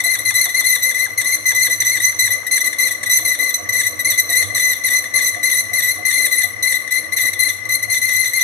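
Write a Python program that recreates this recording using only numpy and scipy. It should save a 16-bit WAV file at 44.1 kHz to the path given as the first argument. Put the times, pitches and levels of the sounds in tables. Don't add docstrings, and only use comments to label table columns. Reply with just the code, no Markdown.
import sys
import numpy as np
from scipy import signal
from scipy.fft import rfft, irfft
from scipy.io import wavfile
from scipy.ndimage import uniform_filter1d

SR = 44100
rng = np.random.default_rng(int(sys.argv[2]) if len(sys.argv) > 2 else 0)


def output_pcm(signal):
    pcm = np.clip(np.atleast_2d(signal).T, -1, 1) * 32767
    wavfile.write(sys.argv[1], SR, np.round(pcm).astype(np.int16))


N = 371763
T = np.arange(N) / SR
BINS_HZ = np.fft.rfftfreq(N, 1 / SR)


def undb(db):
    return 10 ** (np.asarray(db) / 20)


def unit(x):
    return x / np.sqrt(np.mean(x ** 2))


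def pan(db):
    return unit(undb(np.array([[db], [-db]]) / 2))


def curve(points):
    return np.interp(T, *np.transpose(points))


def colour(x, points):
    hz, db = np.transpose(points)
    return irfft(rfft(x) * undb(np.interp(np.log(BINS_HZ + 1), np.log(hz), db)), N)


def ring(x, modes):
    gain = sum(undb(db) / (1 + 1j * (BINS_HZ ** 2 - hz ** 2) / (2 * width_hz * (BINS_HZ + 1))) ** 4
               for hz, width_hz, db in modes)
    return irfft(rfft(x) * gain, N)


def walk(rate_hz):
    step = max(int(SR / rate_hz), 1)
    held = np.repeat(rng.standard_normal(N // step + 1), step)
    return unit(uniform_filter1d(held, step)[:N])


# delay_s, gain
BOUNCE = [(.00543, .4), (.00365, .6)]

def workshop(x, early_db, early_s, late_db, t60_s):
    t = T[:SR // 2]
    out = []
    for side, (delay_s, gain) in zip(np.broadcast_to(x, (2, N)), BOUNCE):
        early, late = rng.standard_normal((2, len(t)))
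        early = unit(early * np.exp(-t / early_s)) * undb(early_db)
        late = unit(late * undb(-60 * t / t60_s) * np.minimum(t / 0.011, 1)) * undb(late_db)
        response = (early + late) / np.sqrt(len(t))
        response[0] += 1
        response[int(delay_s * SR)] += gain
        out.append(unit(signal.fftconvolve(side, response)[:N]) * np.std(side))
    return np.array(out)


# time_s, turns_per_s
SPINDLE_SPEED = [(0, 6.61), (2.95, 6.585), (3.25, 6.25), (3.6, 6.53), (6.7, 6.52), (8.43, 6.66)]

def spindle(dig_at_s, lead_s, lag_s):
    speed = curve(SPINDLE_SPEED)
    turns = np.cumsum(speed) / SR
    turns -= np.interp(dig_at_s, T, turns)
    from_dig_s = (turns - np.round(turns)) / speed
    dig = np.exp(-(from_dig_s / np.where(from_dig_s < 0, lead_s, lag_s)) ** 2)
    return turns % 1, turns % 1 / speed, dig


# start_s, end_s, force_db
SQUEALS = [(0, .19, -1), (.249, 0.499, 0), (0.541, 0.759, 1), (0.82, 1.052, -1), (1.174, 1.35, -1),
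           (1.453, 1.741, 0), (1.801, 2.097, 1), (2.187, 2.344, -1), (2.464, 2.47, 1), (2.51, 2.617, 1),
           (2.641, 2.677, 1.5), (2.725, 2.735, -6.5), (2.783, 2.923, 0.5), (3.028, 3.075, -2),
           (3.094, 3.187, 2.5), (3.248, 3.35, -0.5), (3.386, 3.503, -3.5), (3.538, 3.546, 3),
           (3.687, 3.695, -0.5), (3.722, 3.877, 0.5), (3.99, 4.005, 0), (4.045, 4.138, 1.5),
           (4.174, 4.198, 3.5), (4.29, 4.436, 1.5), (4.546, 4.734, .5), (4.835, 4.989, 1),
           (5.037, 5.046, -5), (5.137, 5.295, 1), (5.343, 5.349, -8), (5.427, 5.603, 0), (5.731, 5.914, 0),
           (6.049, 6.264, 1), (6.309, 6.446, -.5), (6.624, 6.767, -0.5), (6.874, 6.877, -8),
           (6.906, 6.992, -0.5), (7.121, 7.14, -2), (7.162, 7.288, .5), (7.329, 7.335, -2),
           (7.389, 7.505, 0), (7.651, 7.654, -13), (7.688, 7.756, -1.5), (7.823, 7.842, -4.5),
           (7.897, 7.98, -0.5), (8.013, 8.279, -0.5), (8.331, 8.47, -.5)]
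# time_s, sag_hz
DIG_SAG = [(0, 420), (2.8, 330), (4.5, 230), (8.4, 160)]
GRAB_DB, GRAB_S, BUILD_S = 2.2, 0.016, 0.1
STALL_S_PER_HZ, STALL_ONSET_HZ = 0.000102, 115

def bursts(level_db, since_dig_s, rise_s, fall_s, tail_db, tail_s, idle_db, flutter_db):
    envelope = np.zeros(N)
    for (start_s, end_s, _), db in zip(SQUEALS, level_db):
        span = slice(int(start_s * SR), int((end_s + 0.3) * SR))
        age_s, after_s = np.maximum(T[span] - start_s, 0), np.maximum(T[span] - end_s, 0)
        built_up = 1 - np.exp(-(end_s - start_s) / BUILD_S)
        tail = undb(tail_db) * built_up * np.exp(-after_s / tail_s)
        gate = np.minimum(age_s / rise_s, 1) * np.maximum(np.exp(-after_s / fall_s), tail)
        envelope[span] = np.maximum(envelope[span], gate * undb(db + GRAB_DB * np.exp(-age_s / GRAB_S)))
    stall_s = STALL_S_PER_HZ * (curve(DIG_SAG) - STALL_ONSET_HZ)
    recovery = np.clip((since_dig_s - stall_s) / rise_s, 0, 1)
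    envelope *= np.maximum(np.exp(-since_dig_s / fall_s), recovery)
    return np.maximum(envelope, undb(idle_db + flutter_db * walk(60)))


# left_db, right_db
OVERTONES = [(-3.5, -14), (-6.5, -1), (-12, -14), (-0.5, -14.5), (-8, -11.5), (-22.5, -20), (-31, -29)]
# freq_hz, gain_db
RADIATION = [(1000, -36), (1950, 0.5), (2800, -13), (3550, -4), (4200, 8.5), (4750, -16.5), (5350, -35),
             (6100, 16), (6650, -9), (8100, -2.5), (10100, -9), (12000, -3.5), (13000, -18), (14000, -7),
             (15000, -28)]
# time_s, gain_db
THIRD_PARTIAL = [(0, -1.5), (1.7, 1), (3, 0), (5.5, -0.5), (6.9, -7), (8.4, -1)]
CHATTER_HZ, BRIGHT_DB_PER_HZ = 2025.6, 0.016
RUNOUT_HZ, RUNOUT_PEAK_TURNS, LOBE_HZ, LOBE_PEAK_TURNS = 23.76, 0.77, 31.1, 0.4016

def chatter(angle_turns, dig, swing, bite):
    bend_hz = RUNOUT_HZ * np.cos(2 * np.pi * (angle_turns - RUNOUT_PEAK_TURNS))
    bend_hz += LOBE_HZ * np.cos(6 * np.pi * (angle_turns - LOBE_PEAK_TURNS))
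    sag_hz = dig * curve(DIG_SAG)
    waver_hz = 14 * walk(30) + 21 * walk(80) + (9 * walk(300) + 11 * walk(1600)) * (1 + 2.5 * dig)
    phase = 2 * np.pi * np.cumsum(CHATTER_HZ + bend_hz - sag_hz + waver_hz) / SR
    throb = 1 + 0.29 * np.sin(2 * np.pi * np.cumsum(55 + 22 * walk(25)) / SR)
    stall_db = -0.04 * sag_hz
    tone = np.sqrt(2) * np.sin(phase) * swing * throb * undb(0.96 * walk(120) + stall_db + 1.44)
    strike = bite * undb(BRIGHT_DB_PER_HZ * bend_hz + 2.87 * walk(100) + stall_db / 2 - 4)
    overtones = 0
    for k, sides_db in enumerate(OVERTONES, 2):
        partial = np.sin(k * (phase + 0.065 * walk(900))) * undb(2.6 * walk(140))
        partial = unit(colour(partial, RADIATION))
        if k == 3:
            partial *= undb(curve(THIRD_PARTIAL))
        overtones += undb(sides_db)[:, None] * partial * strike
    return (workshop(tone * pan(13), early_db=0.5, early_s=0.0042, late_db=-9, t60_s=0.91)
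            + workshop(overtones, early_db=2.5, early_s=0.0077, late_db=-5, t60_s=0.46))


# freq_hz, width_hz, gain_db
STEEL_MODES = [(1752, 76, 4.5), (2034, 117, 20), (5794, 233, 5.5), (7040, 130, -6)]

def chip(dig, bite):
    cracks = unit(rng.standard_normal((2, N)) * undb(3.5 * np.minimum(rng.exponential(size=N), 7)))
    force = bite * (1 + 2.6 * dig)
    scrape = unit(colour(cracks, RADIATION)) * pan(3.5) * (force + undb(-32))
    steel = unit(ring(cracks, STEEL_MODES)) * pan(7.2) * (force + undb(-19.5))
    return workshop((scrape + steel) * undb(-14.5), early_db=1, early_s=0.0019, late_db=-7.5, t60_s=0.37)


def stereo_noise(spread):
    return rng.standard_normal(N) + spread * rng.standard_normal((2, N))


# freq_hz, width_hz, gain_db
HUM_BANDS = [(93.2, 6.2, 0), (108.3, 4.5, 0.5)]
# time_s, gain_db
HUM_SWELLS = [(0.0, -52), (0.35, -42.5), (0.45, -53), (2.42, -43.5), (2.51, -60.5), (3.26, -45.5),
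              (3.5, -62), (3.66, -44.5), (4.37, -47.5), (4.46, -34.5), (4.65, -51.5), (6.01, -45.5),
              (6.34, -55), (6.5, -44), (6.95, -57), (7.16, -47), (8.08, -44), (8.43, -55)]

def motor():
    hum = ring(stereo_noise(spread=0.18), HUM_BANDS)
    running_rms = np.sqrt(uniform_filter1d(np.mean(hum ** 2, axis=0), SR // 4))
    return hum / running_rms * undb(curve(HUM_SWELLS) + 3) * pan(-34.5)


# freq_hz, width_hz, gain_db
HOUSING_MODES = [(65.6, 21, -5.5), (164, 40, -11), (247, 45, -3.5), (316.1, 20.5, 5), (400, 51, -5.5),
                 (461.4, 22, 1.5), (501.8, 23.4, 5), (586, 55, 3.5), (643, 47, 2), (722.7, 32.5, -0.5),
                 (1122.6, 64, 2), (1185.5, 41, 4.5)]
# time_s, level_db
GEAR_LEVEL = [(0, -43), (2.7, -42), (4.4, -40), (5.4, -40.5), (6.6, -41.5), (8.4, -43.5)]

def gears():
    rattle = unit(ring(stereo_noise(spread=0.83), HOUSING_MODES))
    return rattle * undb(curve(GEAR_LEVEL) + 2 * walk(22)) * pan(-32)


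# freq_hz, gain_db
AIR_SPECTRUM = [(25, -13), (100, -1), (400, -3), (700, -4.5), (1050, -0.5), (1600, 0.5), (3000, -7),
                (5000, -18.5), (15000, -43)]

def air(level_db):
    return unit(colour(rng.standard_normal((2, N)), AIR_SPECTRUM)) * undb(level_db)


# freq_hz, width_hz, gain_db
HOLDER_MODE = [(3526, 405, 0)]

def digs(since_dig_s, load, low_hz, dive_s, fade_s, squawk_db, ring_s, ring_db):
    sag_hz = curve(DIG_SAG)
    pitch_hz = low_hz + (CHATTER_HZ - sag_hz - low_hz) * np.exp(-since_dig_s / dive_s)
    pitch_hz *= 1 + 0.17 * walk(600)
    depth = (sag_hz / sag_hz.max()) ** 3
    envelope = depth * np.minimum(since_dig_s / 0.00088, 1) * np.exp(-since_dig_s / fade_s)
    squawk = np.sin(2 * np.pi * np.cumsum(pitch_hz) / SR) * envelope * undb(squawk_db + 3.1 * walk(8))
    ring_envelope = signal.lfilter([1], [1, -np.exp(-1 / (ring_s * SR))], load)
    holder = unit(ring(rng.standard_normal(N), HOLDER_MODE) * ring_envelope) * undb(ring_db)
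    return workshop((squawk + holder) * pan(7.9), early_db=2.5, early_s=0.003, late_db=-9, t60_s=1)


# start_s, gain_db
SLAPS = [(.05, -33.5), (.455, -38), (3.22, -38), (3.585, -35), (4.29, -32), (5.36, -31.5), (5.71, -36.5),
         (5.98, -33.5), (6.43, -35), (7.87, -39)]
# freq_hz, gain_db, t60_s
GUARD_MODES = [(708, 6, 0.19), (598, -7, 0.25), (495, -2.5, 0.19), (325, -7, 0.25)]

def belt(rise_s):
    out, t = np.zeros(N), T[:SR // 2]
    for start_s, slap_db in SLAPS:
        detunes = 1 + 0.0088 * rng.standard_normal(len(GUARD_MODES))
        knock = sum(np.sin(2 * np.pi * hz * detune * t) * undb(mode_db - 60 * t / t60_s)
                    for (hz, mode_db, t60_s), detune in zip(GUARD_MODES, detunes))
        first = int(start_s * SR)
        out[first:first + len(t)] += (knock * np.minimum(t / rise_s, 1) * undb(slap_db))[:N - first]
    return out * pan(-29)


def scene():
    angle_turns, since_dig_s, dig = spindle(dig_at_s=0.156, lead_s=0.0055, lag_s=0.007)
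    force_db = np.array(SQUEALS)[:, 2]
    swing = bursts(-19 + 0.17 * force_db, since_dig_s, rise_s=0.006, fall_s=0.013,
                   tail_db=-12, tail_s=0.043, idle_db=-35, flutter_db=4)
    bite = bursts(-16 + force_db, since_dig_s, rise_s=0.0038, fall_s=0.0075,
                  tail_db=-8, tail_s=0.051, idle_db=-56, flutter_db=8)
    room = air(level_db=-45)
    squawks = digs(since_dig_s, dig * bite, low_hz=651, dive_s=0.011, fade_s=0.012,
                   squawk_db=-29, ring_s=0.033, ring_db=-43)
    cutting = chatter(angle_turns, dig, swing, bite) + chip(dig, bite) + squawks
    return cutting + motor() + gears() + room + belt(rise_s=0.013)


def record(dry):
    rounded = dry / (1 + dry ** 4) ** (1 / 4)
    cutoff_hz = 15850
    return signal.sosfilt(signal.ellip(10, 0.2, 80, cutoff_hz, fs=SR, output="sos"), rounded)


dry = scene()
out = record(dry)
output_pcm(out)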